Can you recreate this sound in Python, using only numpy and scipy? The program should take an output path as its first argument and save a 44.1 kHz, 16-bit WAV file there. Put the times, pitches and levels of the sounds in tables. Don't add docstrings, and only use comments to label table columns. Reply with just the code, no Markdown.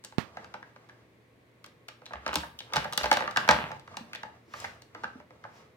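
import sys
import numpy as np
from scipy import signal
from scipy.fft import rfft, irfft, next_fast_len
from scipy.io import wavfile
from scipy.ndimage import uniform_filter1d, map_coordinates

SR = 44100
rng = np.random.default_rng(int(sys.argv[2]) if len(sys.argv) > 2 else 0)


def wrap_up_sound(samples):
    columns = np.atleast_2d(samples).T
    tamed = np.clip(columns, -1, 1)
    steps = np.round(tamed * 32767).astype(np.int16)
    wavfile.write(sys.argv[1], SR, steps)


N = 254202
CLICK_SAMPLES = 4096

# start_s, level_db, pitch_hz, snap_db (treble against the clack near 1 kHz)
CLICKS = [(0.04, -35, 8100, -5), (0.048, -31, 8000, -1), (0.124, -40.5, 870, -10.5),
          (0.371, -26.5, 800, -15.5), (0.445, -36, 1160, -8), (0.541, -25.5, 850, -13),
          (0.628, -34.5, 1600, -17.5), (0.762, -38.5, 950, -14), (0.89, -46, 1220, -8.5),
          (0.896, -42, 1700, -9.5), (1.643, -38, 1610, -1.5), (1.663, -48, 500, 5),
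          (1.884, -38.5, 1230, 0.5), (1.887, -32, 2290, -4.5), (2.019, -39, 536, -19),
          (2.058, -44, 3570, 0.5), (2.064, -34, 3660, -6.5), (2.108, -32.5, 875, -32),
          (2.135, -23.5, 1050, -16.5), (2.264, -17, 920, -12), (2.279, -24.5, 890, -5),
          (2.331, -28, 1200, -5), (2.342, -28.5, 865, 3), (2.357, -18, 930, 2.5), (2.434, -24.5, 1100, -35),
          (2.59, -40.5, 3230, 7.5), (2.605, -29, 3670, -7.5), (2.724, -29.5, 790, -16),
          (2.736, -19, 1180, -2), (2.76, -15, 875, -5.5), (2.767, -14, 700, -5), (2.845, -24, 1200, -8.5),
          (2.854, -21, 872, -36), (2.926, -26, 1160, -3.5), (2.934, -28.5, 895, 3),
          (2.977, -16.5, 1160, 2.5), (3.034, -24, 4700, -5), (3.042, -16, 860, -9.5),
          (3.058, -16.5, 794, -9.5), (3.115, -4.5, 750, -11), (3.129, -19, 560, -1), (3.139, -23, 797, 0),
          (3.171, -16, 840, -7), (3.207, -16.5, 870, -18.5), (3.223, -20, 600, -15.5),
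          (3.277, -17.5, 1100, -16), (3.311, -35.5, 834, 0.5), (3.362, -15, 1400, -15.5),
          (3.372, -9, 1290, -8.5), (3.478, -19, 840, -12.5), (3.49, -1, 825, -12), (3.505, -10, 700, -34.5),
          (3.511, -11.5, 926, -4), (3.705, -27, 802, -30), (3.717, -25.5, 840, -12), (3.797, -46, 853, 0.5),
          (3.877, -35.5, 1300, -13), (3.942, -37, 1170, -23), (3.97, -26, 840, -2),
          (4.133, -27.5, 2430, -7), (4.15, -26.5, 2430, -8), (4.158, -31.5, 3500, -7.5),
          (4.233, -24.5, 920, -14), (4.538, -26.5, 1200, -13), (4.602, -40, 7600, 5),
          (4.643, -24, 1110, -14), (4.648, -24.5, 2070, -13), (4.821, -45.5, 541, 4),
          (4.949, -29, 1110, -14), (5.036, -23.5, 830, -18.5), (5.042, -22.5, 1480, -14.5),
          (5.201, -37, 615, -17.5), (5.307, -39, 553, -18.5), (5.44, -32.5, 1250, -16.5),
          (5.451, -31, 950, -28)]
# freq_hz, gain_db
PLASTIC_COLOUR = [(30, -31), (70, 0), (200, 13), (400, 11), (600, 11), (870, 9.5), (1100, 9.5), (1500, 8.5),
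                  (2200, 8), (4000, 9.5), (5500, 5), (7000, 2), (11000, -4.5), (15500, -8)]
# pitch_hz, level_db, t60_s
TRAY_MODES = [(204, 1.5, 0.12), (316, -6, 0.9), (515.6, 6.5, 0.12), (595.2, 3, 0.18), (796, -3, 0.16),
              (860.4, 6, 0.13), (926, 6.5, 0.053), (1034, -15.5, 0.14), (1216, 11.5, 0.033),
              (1339, 6, 0.044), (1460, -13.5, 0.066), (1596, 19, 0.018), (1950, -2.5, 0.091),
              (2808, 8.5, 0.034), (4300, -54.5, 0.03), (5550, 14.5, 0.016)]
# start_s, length_s, level_db
SHOVES = [(2.14, 0.016, -47.5), (2.29, 0.054, -39), (2.765, 0.013, -32.5), (3.0, 0.068, -39),
          (3.17, 0.077, -41), (3.39, 0.063, -42.5), (3.52, 0.1, -35.5)]
# start_s, level_db, pitch_hz
TRAY_THUDS = [(2.14, -41, 67), (2.275, -42, 70), (2.36, -35, 73), (2.765, -38.5, 69.6), (3.02, -35, 61.6),
              (3.37, -53, 73), (3.505, -32, 69.5)]
# start_s, level_db, pitch_hz
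DOG_BUMPS = [(2.275, -45.5, 212), (2.36, -34, 302), (2.37, -39, 166), (2.77, -34.5, 144), (2.975, -43, 197),
             (3.375, -42, 128), (3.50, -37, 150), (3.55, -38, 220), (3.635, -37, 141), (3.985, -48.5, 160),
             (4.007, -42, 233), (4.478, -51.5, 334), (4.957, -50, 320), (5.154, -42, 259)]
# start_s, length_s, level_db
RUB_SPELLS = [(.33, 0.094, -55), (.55, 0.46, -68.5), (2.12, 0.39, -62), (2.72, 0.97, -54),
              (3.97, 0.035, -54), (4.2, 0.14, -60.5), (4.62, 0.03, -53.5), (5.02, 0.054, -56.5),
              (5.44, 0.17, -62)]
# freq_hz, gain_db
FUR_COLOUR = [(40, -32), (80, 2), (250, -4), (600, 1), (1200, -0.5), (2500, -12), (6000, -18),
              (15000, -42.5)]
# start_s, length_s, level_db
BREATHS = [(4.56, 0.083, -51.5), (5.555, 0.023, -64)]
# freq_hz, gain_db
NOSE_COLOUR = [(200, -9), (800, 2), (2000, 3.5), (3800, -3.5), (6800, -5.5), (10000, -14), (15000, -20)]
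# freq_hz, gain_db
SHELL_COLOUR = [(20, -29), (70, 1.5), (170, 12.5), (350, 5), (520, -3), (1000, -7.5), (2000, -19.5),
                (4200, -17), (6500, -30), (10000, -39.5), (15500, -42)]
# freq_hz, left_minus_right_db
MIC_BALANCE = [(200, 0), (500, -.5), (1000, -3.5), (2000, -1.5), (4500, 3), (9000, 6), (14000, 5)]
# freq_hz, t60_s
ROOM_DECAY = [(80, 1), (250, 0.075), (800, 0.34), (3000, 0.35), (7000, 0.28), (15000, 0.63)]
# freq_hz, gain_db
ROOM_COLOUR = [(60, 4), (250, 4), (800, -4.5), (2000, -2.5), (4000, -3.5), (8000, -6.5), (15000, -9.5)]
# freq_hz, correlation
MIC_LIKENESS = [(60, 0.99), (400, 0.79), (900, 0.061), (1800, 0.016), (15000, 0.19)]
# freq_hz, gain_db
AIR_COLOUR = [(25, -24), (50, -13), (65, -4), (110, 0), (320, 0), (520, -2), (700, -9), (1050, -10),
              (1400, -15), (2100, -9), (2800, -18), (4000, -21), (5300, -28), (15500, -35)]
# pitch_hz, level_db
HUM_TONES = [(118.6, -69), (236.9, -81), (419.9, -82), (500.6, -78), (1098, -82)]


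def plastic_clicks(gain_db=16.0, scatter_db=1, scatter_t60_s=0.019, bend_s=0.004, early_s=0.002):
    out = np.zeros((2, N))
    t, hz = np.arange(CLICK_SAMPLES) / SR, np.fft.rfftfreq(CLICK_SAMPLES, 1 / SR)
    push = t == 0
    bending = np.exp(-4j * np.pi * bend_s * np.sqrt(1000 * (hz + 600)))
    for start_s, level_db, pitch_hz, snap_db in CLICKS:
        scatter = amp(scatter_db) * noise_burst(t, scatter_t60_s)
        ring = tray_ring(t)
        contact_db = hardness(hz, level_db, snap_db) + piece_pop(hz, level_db, pitch_hz)
        colour = amp(level_db + gain_db) * causal(along(PLASTIC_COLOUR, hz) + contact_db) * bending
        direct = irfft(colour * even_spectrum(push + scatter + ring))
        all_round = irfft(colour * even_spectrum(push + 0.5 * scatter + ring))
        add(out, start_s - early_s, in_room(direct, wet_db=-0.5, all_round=all_round))
    return out


def hardness(hz, level_db, snap_db):
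    knock_db = -11 - 0.19 * (level_db + 20.5)
    tick_db = min(-2.5 + 1.4 * snap_db, snap_db)
    return along([(350, knock_db), (700, 0.0091), (1900, 0.0047),
                  (3400, snap_db), (5800, snap_db), (8500, tick_db)], hz)


def piece_pop(hz, level_db, pitch_hz, pop_db=5, width_octaves=0.25):
    octaves = np.log2((hz + 1) / pitch_hz)
    peak = 1 / (1 + (octaves / width_octaves) ** 2)
    lightness_db = 0.2 * np.clip(-6.0 - level_db, 0, 20)
    low_cut_db = 5 * np.clip(octaves + 0.5, -1, 0) * (pitch_hz > 1000)
    return pop_db * peak + lightness_db * (peak - 0.5) + low_cut_db


def tray_ring(t, gain_db=-46):
    pitch_hz, level_db, t60_s = np.transpose(TRAY_MODES)[..., None]
    strength = amp(level_db + rng.normal(0, 1.0, level_db.shape) - 60 * t / t60_s)
    modes = strength * np.cos(2 * np.pi * (pitch_hz * t + rng.random(pitch_hz.shape)))
    return amp(gain_db) * modes.sum(0) * (1 - t / t[-1])


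def scrape(slips_per_s=220, spread_db=5):
    slips = (rng.random(N) < slips_per_s / SR) * rng.choice([-1, 1], N)
    sizes = amp(spread_db * rng.standard_normal(N).clip(-2, 2))
    dulling = [(100, -6), (400, -7.5), (800, 1), (1500, 2.0), (3000, -5), (6000, -34.5), (14000, -31.5)]
    grains = filtered(slips * sizes, lambda hz: causal(along(PLASTIC_COLOUR, hz) + along(dulling, hz)))
    envelope = gestures(SHOVES, attack_s=0.044, release_s=0.093)
    return in_room(unit(grains) * envelope, wet_db=-0.5)[:, :N]


def thumps(rows, gain_db, rise_s, t60_s):
    out, t = np.zeros(N), np.arange(SR // 2) / SR
    for start_s, level_db, pitch_hz in rows:
        rise = 1 - np.exp(-(t / rise_s) ** 2)
        decay = amp(level_db + gain_db - 60 * t / t60_s)
        add(out, start_s, rise * decay * np.sin(2 * np.pi * pitch_hz * t))
    return in_room(out, wet_db=-8)[:, :N]


def rubbing(uneven_db=3, strokes_per_s=25):
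    strokes = map_coordinates(rng.standard_normal(400), [np.arange(N) / SR * strokes_per_s], mode="mirror")
    brush = filtered(rng.standard_normal(N), lambda hz: amp(along(FUR_COLOUR, hz)))
    envelope = gestures(RUB_SPELLS, attack_s=0.21, release_s=0.21)
    return in_room(unit(brush * amp(uneven_db * strokes)) * envelope, wet_db=3)[:, :N]


def sniffs(whistle_hz=5400, width_hz=400):
    whistle_db = lambda hz: 5 / (1 + ((hz - whistle_hz) / width_hz) ** 2)
    hiss = filtered(rng.standard_normal(N), lambda hz: amp(along(NOSE_COLOUR, hz) + whistle_db(hz)))
    envelope = gestures(BREATHS, attack_s=0.077, release_s=0.11)
    return in_room(unit(hiss) * envelope, wet_db=4)[:, :N]


def camera_tap(start_s=0.1835, peak_db=-7.0, left_db=-32, rattle_db=-3, rattle_t60_s=0.22):
    out = np.zeros(N)
    t, hz = np.arange(CLICK_SAMPLES * 2) / SR, np.fft.rfftfreq(CLICK_SAMPLES * 2, 1 / SR)
    thin_db = along([(300, -12.5), (900, 1.5), (2000, 12.0), (4000, 1), (9000, 3.5)], hz)
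    rattle = amp(rattle_db + thin_db) * rfft(noise_burst(t, rattle_t60_s))
    knock = irfft(causal(along(SHELL_COLOUR, hz)) * (1 + rattle))
    add(out, start_s, amp(peak_db) * knock / np.abs(knock).max())
    return out * amp([[left_db], [0]])


def in_room(direct, wet_db, all_round=None, build_s=0.00077):
    hz, t, noise = signal.stft(diffuse(size=SR * 3 // 4), SR, nperseg=256)
    t60_s = along(ROOM_DECAY, hz)[:, None]
    fade = amp(along(ROOM_COLOUR, hz)[:, None] - 60 * t / t60_s) * (1 - np.exp(-t / build_s))
    equal_energy = np.sqrt(2 * np.log(1000) / (t60_s * SR))
    tail = signal.istft(noise * fade * equal_energy, SR, nperseg=256)[1]
    send = direct if all_round is None else all_round
    out = amp(wet_db) * signal.fftconvolve(send[None], tail, axes=1)
    side = np.array([[0.5], [-0.5]])
    lead_s, treble_lead_s = 0.00018, rng.normal(0, 0.00006)
    phase = lambda f: 2 * np.pi * (lead_s * np.minimum(f, 1800) + treble_lead_s * np.maximum(f - 1800, 0))
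    to_mics = lambda f: amp(side * along(MIC_BALANCE, f)) * np.exp(1j * side * phase(f))
    out[:, :len(direct)] += filtered(direct, to_mics)
    return out


def room_tone(air_db=-62):
    t = np.arange(N) / SR
    air = amp(air_db) * unit(filtered(diffuse(size=N), lambda hz: amp(along(AIR_COLOUR, hz))))
    drift = lambda: 0.5 * map_coordinates(rng.standard_normal(64), [t * 5], mode="mirror")
    hum = sum(np.sqrt(2) * amp(db) * np.sin(2 * np.pi * hz * t + drift()) for hz, db in HUM_TONES)
    return air + hum


def diffuse(size):
    angle = lambda hz: np.arccos(np.clip(along(MIC_LIKENESS, hz), -1, 1)) / 2
    shares = lambda hz: np.array([np.cos(angle(hz)), np.sin(angle(hz))])
    mid, side = filtered(rng.standard_normal((2, size)), shares)
    return np.array([mid + side, mid - side])


def gestures(rows, attack_s, release_s):
    t = np.arange(N) / SR
    start_s, length_s, level_db = np.transpose(rows)[..., None]
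    outside = np.maximum((start_s - t) / attack_s, (t - start_s - length_s) / release_s)
    return amp(level_db - 20 * np.maximum(outside, 0)).max(0)


def noise_burst(t, t60_s):
    return unit(rng.standard_normal(len(t)) * amp(-60 * t / t60_s)) / np.sqrt(len(t))


def even_spectrum(blow):
    spectrum = rfft(blow)
    return spectrum / np.sqrt(uniform_filter1d(np.abs(spectrum) ** 2, size=160))


def filtered(x, response):
    n = x.shape[-1]
    padded = next_fast_len(n + 8192)
    return irfft(rfft(x, padded) * response(np.fft.rfftfreq(padded, 1 / SR)), padded)[..., :n]


def causal(db):
    cepstrum = irfft(np.log(amp(db)))
    half = len(cepstrum) // 2
    cepstrum[1:half] *= 2
    cepstrum[half + 1:] = 0
    return np.exp(rfft(cepstrum))


def add(track, start_s, sound):
    i = max(round(start_s * SR), 0)
    track[..., i:i + sound.shape[-1]] += sound[..., :max(N - i, 0)]


def along(points, hz):
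    freq_hz, values = np.transpose(points)
    return np.interp(np.log(hz + 1), np.log(freq_hz + 1), values)


def amp(db):
    return 10 ** (np.asarray(db) / 20)


def unit(x):
    return x / np.sqrt(np.mean(x ** 2) + 1e-20)


def scene():
    thuds = thumps(TRAY_THUDS, gain_db=5.0, rise_s=0.026, t60_s=0.17)
    bumps = thumps(DOG_BUMPS, gain_db=6.0, rise_s=0.0031, t60_s=0.093)
    return plastic_clicks() + scrape() + thuds + bumps + rubbing() + sniffs() + camera_tap() + room_tone()


def record(dry, top_hz=16000):
    return filtered(dry, lambda hz: 1 / np.sqrt(1 + (hz / top_hz) ** 120))


dry = scene()
out = record(dry)
wrap_up_sound(out)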